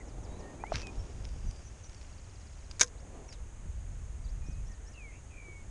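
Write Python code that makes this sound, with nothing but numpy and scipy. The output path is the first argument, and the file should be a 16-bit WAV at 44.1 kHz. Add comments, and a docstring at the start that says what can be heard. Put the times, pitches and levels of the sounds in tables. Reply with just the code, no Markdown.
"""An angler casts a spinning rod over a calm lake, close to a chest-worn microphone.
Wind rumbles on the microphone, a far bird whistles and a reed bird chirps, on and off throughout.
Sleeves rustle through the wind-up, the rod knocks twice, and its tip sheds eddies in a swish.
Line zips off the spool, ticks through the rings and sings thinly as it coasts and slows.
Near 2.8 s the bail snaps shut and rings the reel; gusts, light knocks and birdsong follow."""
import sys
import numpy as np
from scipy import signal
from scipy.fft import rfft, irfft
from scipy.io import wavfile
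from scipy.ndimage import uniform_filter1d

SR = 44100
rng = np.random.default_rng(int(sys.argv[2]) if len(sys.argv) > 2 else 0)


def to_wav(sig):
    """Store sig (one row per channel, or 1-D mono) as 16-bit WAV at the path in sys.argv[1].

    Samples outside -1..1 are clipped; the rate is SR.
    """
    pcm = np.clip(np.atleast_2d(sig), -1, 1) * 32767
    pcm = np.round(pcm).astype(np.int16)
    wavfile.write(sys.argv[1], SR, pcm.T)  # frames by channels


N = 251370
TIME = np.arange(N) / SR

# gusts on the microphone: (time [s], hold [s], level [dB])
GUSTS = [(0.125, 0.19, -44), (0.74, 0.042, -38.5), (0.984, 0.032, -36.5), (1.15, 0.28, -41),
         (1.461, 0.03, -35), (3.428, 0.011, -38), (3.668, 0.54, -41), (4.256, 0.45, -39), (5.656, .03, -43)]
# wind rumble, its faster buffeting, and open-air hiss: (frequency [Hz], relative level [dB])
RUMBLE_EQ = [(12, -12), (28, -0.5), (55, 0), (95, -7.5), (150, -20.5), (400, -61.5)]
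BUFFET_EQ = [(50, -14), (130, 8.0), (210, 2.5), (500, -51.5)]
HISS_EQ = [(100, 5.5), (600, -4), (1200, -8), (2200, -10.5), (4200, -20), (5600, -18.5), (6550, -4.5),
           (7300, -12), (9000, -16.5), (11000, -28)]
# far bird: (time [s], length [s], start pitch [Hz], end pitch [Hz], level [dB], warble depth [Hz])
WHISTLES = [(0, 0.026, 2210, 1970, -62, 93), (0.274, 0.13, 3680, 3970, -73, 0),
            (.39, 0.15, 1820, 1850, -64.5, -7), (.595, 0.037, 2260, 2460, -61.5, 0),
            (0.63, 0.081, 1830, 2450, -57, 0), (0.813, .094, 2665, 2450, -53, 0),
            (4.4, 0.23, 2415, 2550, -70, -2), (4.687, 0.081, 1890, 1810, -67.5, -4),
            (4.849, .07, 1700, 1830, -71, 0), (4.936, 0.046, 2830, 2740, -61, 85),
            (4.958, .16, 2830, 2080, -57.5, 0), (5.097, .1, 2150, 2560, -64.5, 290),
            (5.297, 0.16, 2535, 2320, -63.5, 123), (5.337, 0.3, 2425, 2198, -59, 2)]
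# reed bird's syllables: (length [s], start pitch [Hz], middle pitch [Hz], end pitch [Hz])
FALL = (.054, 6400, 4750, 3600)
RISE = (.042, 5050, 5550, 6150)
CLIMB = (.042, 3250, 4400, 5900)
DIP = (.05, 6700, 5850, 6450)
SCOOP = (.055, 5750, 5450, 5700)
DROP = (.032, 4750, 4550, 3300)
SLUR = (.065, 4750, 4350, 4350)
SLIDE = (.08, 5950, 4600, 3100)
FLICK = (.026, 5500, 4400, 4050)
# its phrases: (time [s], level [dB], syllable, repeats, period [s], swell per repeat [dB])
REED_PHRASES = [(.072, -71.5, FALL, 3, .157, 1), (.975, -65, SCOOP, 1, 0, 0),
                (1.462, -65.5, DIP, 3, .182, 1.5), (1.966, -68.5, SLUR, 1, 0, 0),
                (2.062, -70.5, FLICK, 13, .0578, 0), (2.968, -70.5, CLIMB, 1, 0, 0),
                (3.283, -64, SLIDE, 1, 0, 0), (4.239, -69.5, DROP, 1, 0, 0), (4.268, -69.5, CLIMB, 1, 0, 0),
                (4.451, -67, RISE, 3, 0.203, 1.5), (4.507, -73, FALL, 3, .204, 1.8)]
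# wind-up, follow-through, letting go of the reel: (peak time [s], level [dB], rise [s], fall [s])
ARM_MOVES = [(.47, -48, 0.58, 0.42), (.8, -50, 0.12, 0.52), (3.17, -50.5, 0.17, 0.13)]
# sleeve rustle: (frequency [Hz], relative level [dB])
CLOTH_EQ = [(80, 1), (200, 6), (450, 3), (850, -2), (1400, -15), (2500, -22.5), (5000, -27), (10000, -36)]
# hollow knocks of rod and grip: (time [s], level [dB], pitch [Hz])
ROD_KNOCKS = [(0.6376, -25, 787), (.7203, -20, 617), (0.741, -34.5, 132), (3.656, -42, 172),
              (4.486, -35.5, 145), (5.484, -44, 344)]
# line and fingers on reel and rings: (time [s], level [dB], brightest frequency [Hz], t60 [s])
TICKS = [(.667, -46.5, 3200, .012), (.7573, -25.5, 5350, 0.0054), (0.818, -39, 5000, .008),
         (0.8702, -35.5, 5200, 0.0086), (1.2526, -41, 5430, 0.0069), (1.511, -42.5, 5660, .0084),
         (2.7121, -41, 4930, 0.023), (3.289, -52, 2350, 0.035), (3.325, -46, 5300, 0.065)]
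# rush of the line: (frequency [Hz], relative level [dB])
LINE_EQ = [(400, -23), (1300, 3.5), (2000, -0.5), (2600, 4.5), (3400, 0), (4300, -5), (5600, 6), (7000, -8),
           (11000, -27)]
# the bail trips, strikes its stop, rebounds and settles:
# (time [s], level [dB], first bounce gap [s], loss per bounce [dB])
BAIL_HITS = [(2.7963, -29, 0.0057, 1), (2.811, -12.5, 0.0032, 0.2), (2.8224, -22.5, 0.006, 0.5),
             (2.8431, -36, 0.0055, 19), (2.864, -49.5, 0.01, -0.5)]
# crack of metal on metal: (frequency [Hz], relative level [dB])
CRACK_EQ = [(120, -33), (470, 1), (850, -12.5), (1600, -0.5), (2300, -1.5), (3000, -14), (3600, 0.5),
            (4400, -6.5), (6400, 8), (7800, -7.5), (11000, -14.5)]
# ring of bail wire and spool: (frequency [Hz], relative level [dB])
WIRE_MODES = [(4893, -16), (5115, -5.5), (5265, -11), (5510, -7), (5790, -42), (6075, -31), (6285, -28),
              (6423, -11), (6590, -3), (6895, -20), (7160, -15), (7350, -22)]
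# ring of the reel's casing: (frequency [Hz], relative level [dB], t60 [s])
CASING_MODES = [(320, -37, 0.044), (460, -28, 0.35), (490.5, -20.5, 0.15), (1058, -18, 0.08),
                (1607, -14, 0.06), (2280, -15, 0.034)]

RELEASE_S, BAIL_TRIP_S = .739, BAIL_HITS[0][0]  # the line runs between these cues


def gain_of(db):
    """Decibels to amplitude."""
    return 10 ** (np.asarray(db) / 20)


def unit_rms(x):
    """Scales to rms 1."""
    return x / np.sqrt(np.mean(x ** 2) + 1e-20)


def envelope(s, hold_s, db, rise_s, fall_s):
    """Gain that swells until time s, holds, then dies away."""
    before, after = np.maximum(s - TIME, 0), np.maximum(TIME - s - hold_s, 0)
    return gain_of(db) * np.exp(-before / rise_s - after / fall_s)


def add(mix, s, sound):
    """Lays a sound into the mix at time s."""
    part = mix[max(round(s * SR), 0):][:len(sound)]
    part += sound[:len(part)]


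def colour(x, eq, size=4096):
    """Minimum-phase EQ that passes white noise at equal power."""
    hz, db = np.transpose(eq)
    bins = abs(np.fft.fftfreq(size, 1 / SR))
    log_gain = np.log(gain_of(np.interp(np.log(bins + 1), np.log(hz), db)))
    taps = np.fft.ifft(np.exp(np.conj(signal.hilbert(log_gain)))).real[:size // 2]
    return signal.fftconvolve(x, taps / np.linalg.norm(taps))[:len(x)]


def drift(rate_hz):
    """Smooth random wander of rms 1."""
    hz = np.fft.rfftfreq(N, 1 / SR)
    return unit_rms(irfft(rfft(rng.standard_normal(N)) * np.exp(-(hz / rate_hz) ** 2), N))


def phase_of(hz):
    """Running phase of a gliding pitch."""
    return 2 * np.pi * np.cumsum(hz) / SR


def burst(t60):
    """Noise that starts near rms 1 and dies away."""
    decay = gain_of(-60 * np.arange(SR // 4) / SR / t60)
    noise = decay * rng.standard_normal(len(decay))
    return noise * np.linalg.norm(decay) / np.linalg.norm(noise)


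def reverb(x, t60):
    """Diffuse reflections of about equal power."""
    tail = burst(t60)
    return signal.fftconvolve(x, tail / np.linalg.norm(tail))[:N]


def wind(breeze_db=-47, rise_s=0.035, fall_s=0.028, steadiness=0.43, buffet_db=-15, buffet_growth=1.85):
    """Low turbulence rumbles on the microphone; strong gusts add faster buffeting."""
    eddies = colour(rng.standard_normal(N), RUMBLE_EQ, size=16384)
    power = uniform_filter1d(eddies ** 2, size=4000) + 1e-9
    rumble = unit_rms(eddies / power ** (steadiness / 2))  # gentle compression
    gust = np.sqrt(gain_of(breeze_db) ** 2 + sum(envelope(*row, rise_s, fall_s) ** 2 for row in GUSTS))
    buffet = colour(rng.standard_normal(N), BUFFET_EQ)
    buffet *= gain_of(buffet_db) * gust.max() * (gust / gust.max()) ** buffet_growth
    return gust * rumble + buffet


def air(db=-57.5):
    """A steady bed of air and microphone hiss, with a narrow crest in the treble."""
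    return gain_of(db) * colour(rng.standard_normal(N), HISS_EQ)


def bird_note(length, start_hz, middle_hz, end_hz, db, warble_depth_hz=0, warble_hz=85):
    """A near-pure tone bending through three pitches."""
    t = np.arange(int(length * SR)) / SR
    bend = np.polyfit([0, .5, 1], [start_hz, middle_hz, end_hz], 2)
    hz = np.polyval(bend, t / length) + warble_depth_hz * np.sin(2 * np.pi * warble_hz * t)
    swell = np.sqrt(np.sin(np.pi * t / length))
    return gain_of(db) * unit_rms(swell * np.sin(phase_of(hz)))


def far_bird(glide_by_middle=.66):
    """Whistles that glide quickly at first, then ease off; some warble."""
    song = np.zeros(N)
    for s, length, start_hz, end_hz, db, warble in WHISTLES:
        middle_hz = start_hz + glide_by_middle * (end_hz - start_hz)
        add(song, s, bird_note(length, start_hz, middle_hz, end_hz, db, warble))
    return song


def reed_bird(db_per_octave=20, scatter_db=-3, scatter_t60=0.025):
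    """Repeated chirps, each tilted louder toward its higher end and blurred by the reeds."""
    song = np.zeros(N)
    for s, db, syllable, repeats, period, swell_db in REED_PHRASES:
        _, start_hz, _, end_hz = syllable
        for k in range(repeats):
            chirp = bird_note(*syllable, db + k * swell_db)
            octaves = np.log2(end_hz / start_hz) * np.linspace(-.5, .5, len(chirp))
            add(song, s + k * period, chirp * gain_of(db_per_octave * octaves))
    return song + gain_of(scatter_db) * reverb(song, scatter_t60)


def birds(waver_db=2.0, echo_db=-15, echo_t60=0.1):
    """Both birds waver with distance, and the shore returns a faint echo."""
    song = (far_bird() + reed_bird()) * gain_of(waver_db * drift(130))
    return song + gain_of(echo_db) * reverb(song, echo_t60)


def sleeves(fidget_db=-67, rough_db=1.45):
    """Soft cloth slides and catches, swelling with each arm move."""
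    move_power = sum(envelope(s, 0, *shape) ** 2 for s, *shape in ARM_MOVES)
    motion = np.sqrt(gain_of(fidget_db) ** 2 + move_power)
    friction = rng.standard_normal(N) * gain_of(rough_db * drift(50))
    return motion * unit_rms(colour(friction, CLOTH_EQ))


def rod_knock(db, pitch_hz, ring_cycles=13, sag=0.13, sag_s=0.0052, rise_s=0.0004,
              overtone_ratio=1.69, overtone_db=-12):
    """Rod and grip ring hollow for a few damped cycles, with a sagging pitch and one overtone."""
    t = np.arange(SR // 8) / SR
    phase = phase_of(pitch_hz * (1 + sag * np.exp(-t / sag_s)))
    tone = np.sin(phase) + gain_of(overtone_db) * np.sin(overtone_ratio * phase)
    shape = (1 - np.exp(-(t / rise_s) ** 2)) * gain_of(-60 * t * pitch_hz / ring_cycles)
    return gain_of(db) * shape / shape.max() * tone


def tick(db, hz, t60, body_db=-5, scoop_db=-8, top_db=-13):
    """A light contact: a noise burst with a bright peak and some body far below it."""
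    eq = [(hz / 12, -20), (hz / 3, body_db), (hz / 1.55, scoop_db),
          (hz, 0), (hz * 1.46, top_db), (hz * 2, -24)]
    return gain_of(db) * colour(burst(t60), eq)


def rod_swish(peak_s=.746, rise_s=0.017, fall_s=0.075, top_hz=1950, top_db=-42, growth=5, fuzz_hz=280):
    """Eddies shed by the rod make a fuzzy tone whose pitch and level follow the tip's speed."""
    speed = envelope(peak_s, 0, 0, rise_s, fall_s)
    eddies = unit_rms(np.sin(phase_of(top_hz * speed) + 2 * drift(fuzz_hz)))
    return gain_of(top_db) * speed ** growth * eddies


def spool_zip(start_hz=4000, end_hz=5700, climb_s=.05, db=-47, fuzz_hz=250):
    """The first coils zip off the spool with a fuzzy whistle that climbs as they speed up."""
    hz = end_hz + (start_hz - end_hz) * np.exp(-np.maximum(TIME - RELEASE_S, 0) / climb_s)
    tone = unit_rms(np.sin(phase_of(hz) + 2 * drift(fuzz_hz)))
    return envelope(RELEASE_S, 0, db, rise_s=0.0071, fall_s=0.016) * tone


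def running_line(slaps_per_s=600, slap_share=0.8, rush_db=-45.5, sag_db_per_s=77,
                 coast_db=-65, slowing_db_per_s=2, sing_s=1.59, sing_hz=4770, sing_db=-68):
    """Coils slap the spool lip and hiss through the rings: a short rush, then a singing coast."""
    slaps = unit_rms(rng.choice([-1, 1], N) * (rng.random(N) < slaps_per_s / SR))
    hiss = rng.standard_normal(N)
    texture = colour(np.sqrt(slap_share) * slaps + np.sqrt(1 - slap_share) * hiss, LINE_EQ)
    flight_s = np.maximum(TIME - RELEASE_S, 0)
    running = (TIME > RELEASE_S) & (TIME < BAIL_TRIP_S)
    sagging_db = rush_db - sag_db_per_s * flight_s
    rush = envelope(RELEASE_S, hold_s=0.088, db=sagging_db, rise_s=0.016, fall_s=0.0062)
    coast = running * gain_of(coast_db - slowing_db_per_s * flight_s)
    thin_tone = unit_rms(np.sin(phase_of(sing_hz + 25 * drift(200))))
    sing = running * envelope(sing_s, 0, sing_db + 2 * drift(36), rise_s=.4, fall_s=.05)
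    return (rush + coast) * texture + sing * thin_tone


def ring_taps(span_s=1.3, db=-54, spread_db=3.5, hz=5500, t60=0.02, count=14):
    """The flying line taps the rod rings at random while it is still fast."""
    out = np.zeros(N)
    for when, strength in rng.random((count, 2)):
        add(out, RELEASE_S + span_s * when, tick(db + spread_db * (2 * strength - 1), hz, t60))
    return out


def bail_snap(wire_db=-6, wire_t60=0.024, casing_db=-8.5, hardness=0.17, crack_t60=0.012,
              rattle_db=-17, rattle_t60=0.061, bounces=3, gap_ratio=.63):
    """Each blow cracks, rattles the gears and rings the wire; hard blows bring out the casing."""
    t, out = np.arange(SR // 4) / SR, np.zeros(N)

    def mode(hz, db, t60):
        """One dying resonance."""
        return gain_of(db - 60 * t / t60) * np.sin(2 * np.pi * hz * t)

    wire = gain_of(wire_db) * sum(mode(hz, db, wire_t60) for hz, db in WIRE_MODES)
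    casing = sum(mode(*row) for row in CASING_MODES)
    blows = [(s + gap * sum(gap_ratio ** np.arange(k)), db - k * loss)  # bounces come ever closer
             for s, db, gap, loss in BAIL_HITS for k in range(bounces)]
    hardest_db = max(db for s, db in blows)
    for s, db in blows:
        casing_gain = gain_of(casing_db + hardness * (db - hardest_db))
        contact = colour(burst(crack_t60) + gain_of(rattle_db) * burst(rattle_t60), CRACK_EQ)
        add(out, s, gain_of(db) * (contact + wire + casing_gain * casing))
    return out


def scene():
    """All layers meet at one microphone: a mono mix in both ears."""
    mix = wind() + air() + birds() + sleeves()
    for s, *shape in ROD_KNOCKS:
        add(mix, s, rod_knock(*shape))
    for s, *shape in TICKS:
        add(mix, s, tick(*shape))
    mix += rod_swish() + spool_zip() + running_line() + ring_taps() + bail_snap()
    return np.array([mix, mix])


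def record(dry, cutoff_hz=11200):
    """A steep low-pass takes off the top end."""
    taps = signal.firwin(511, cutoff_hz, window=("kaiser", 8), fs=SR)
    return signal.oaconvolve(dry, taps[None], "same")


dry = scene()
out = record(dry)
to_wav(out)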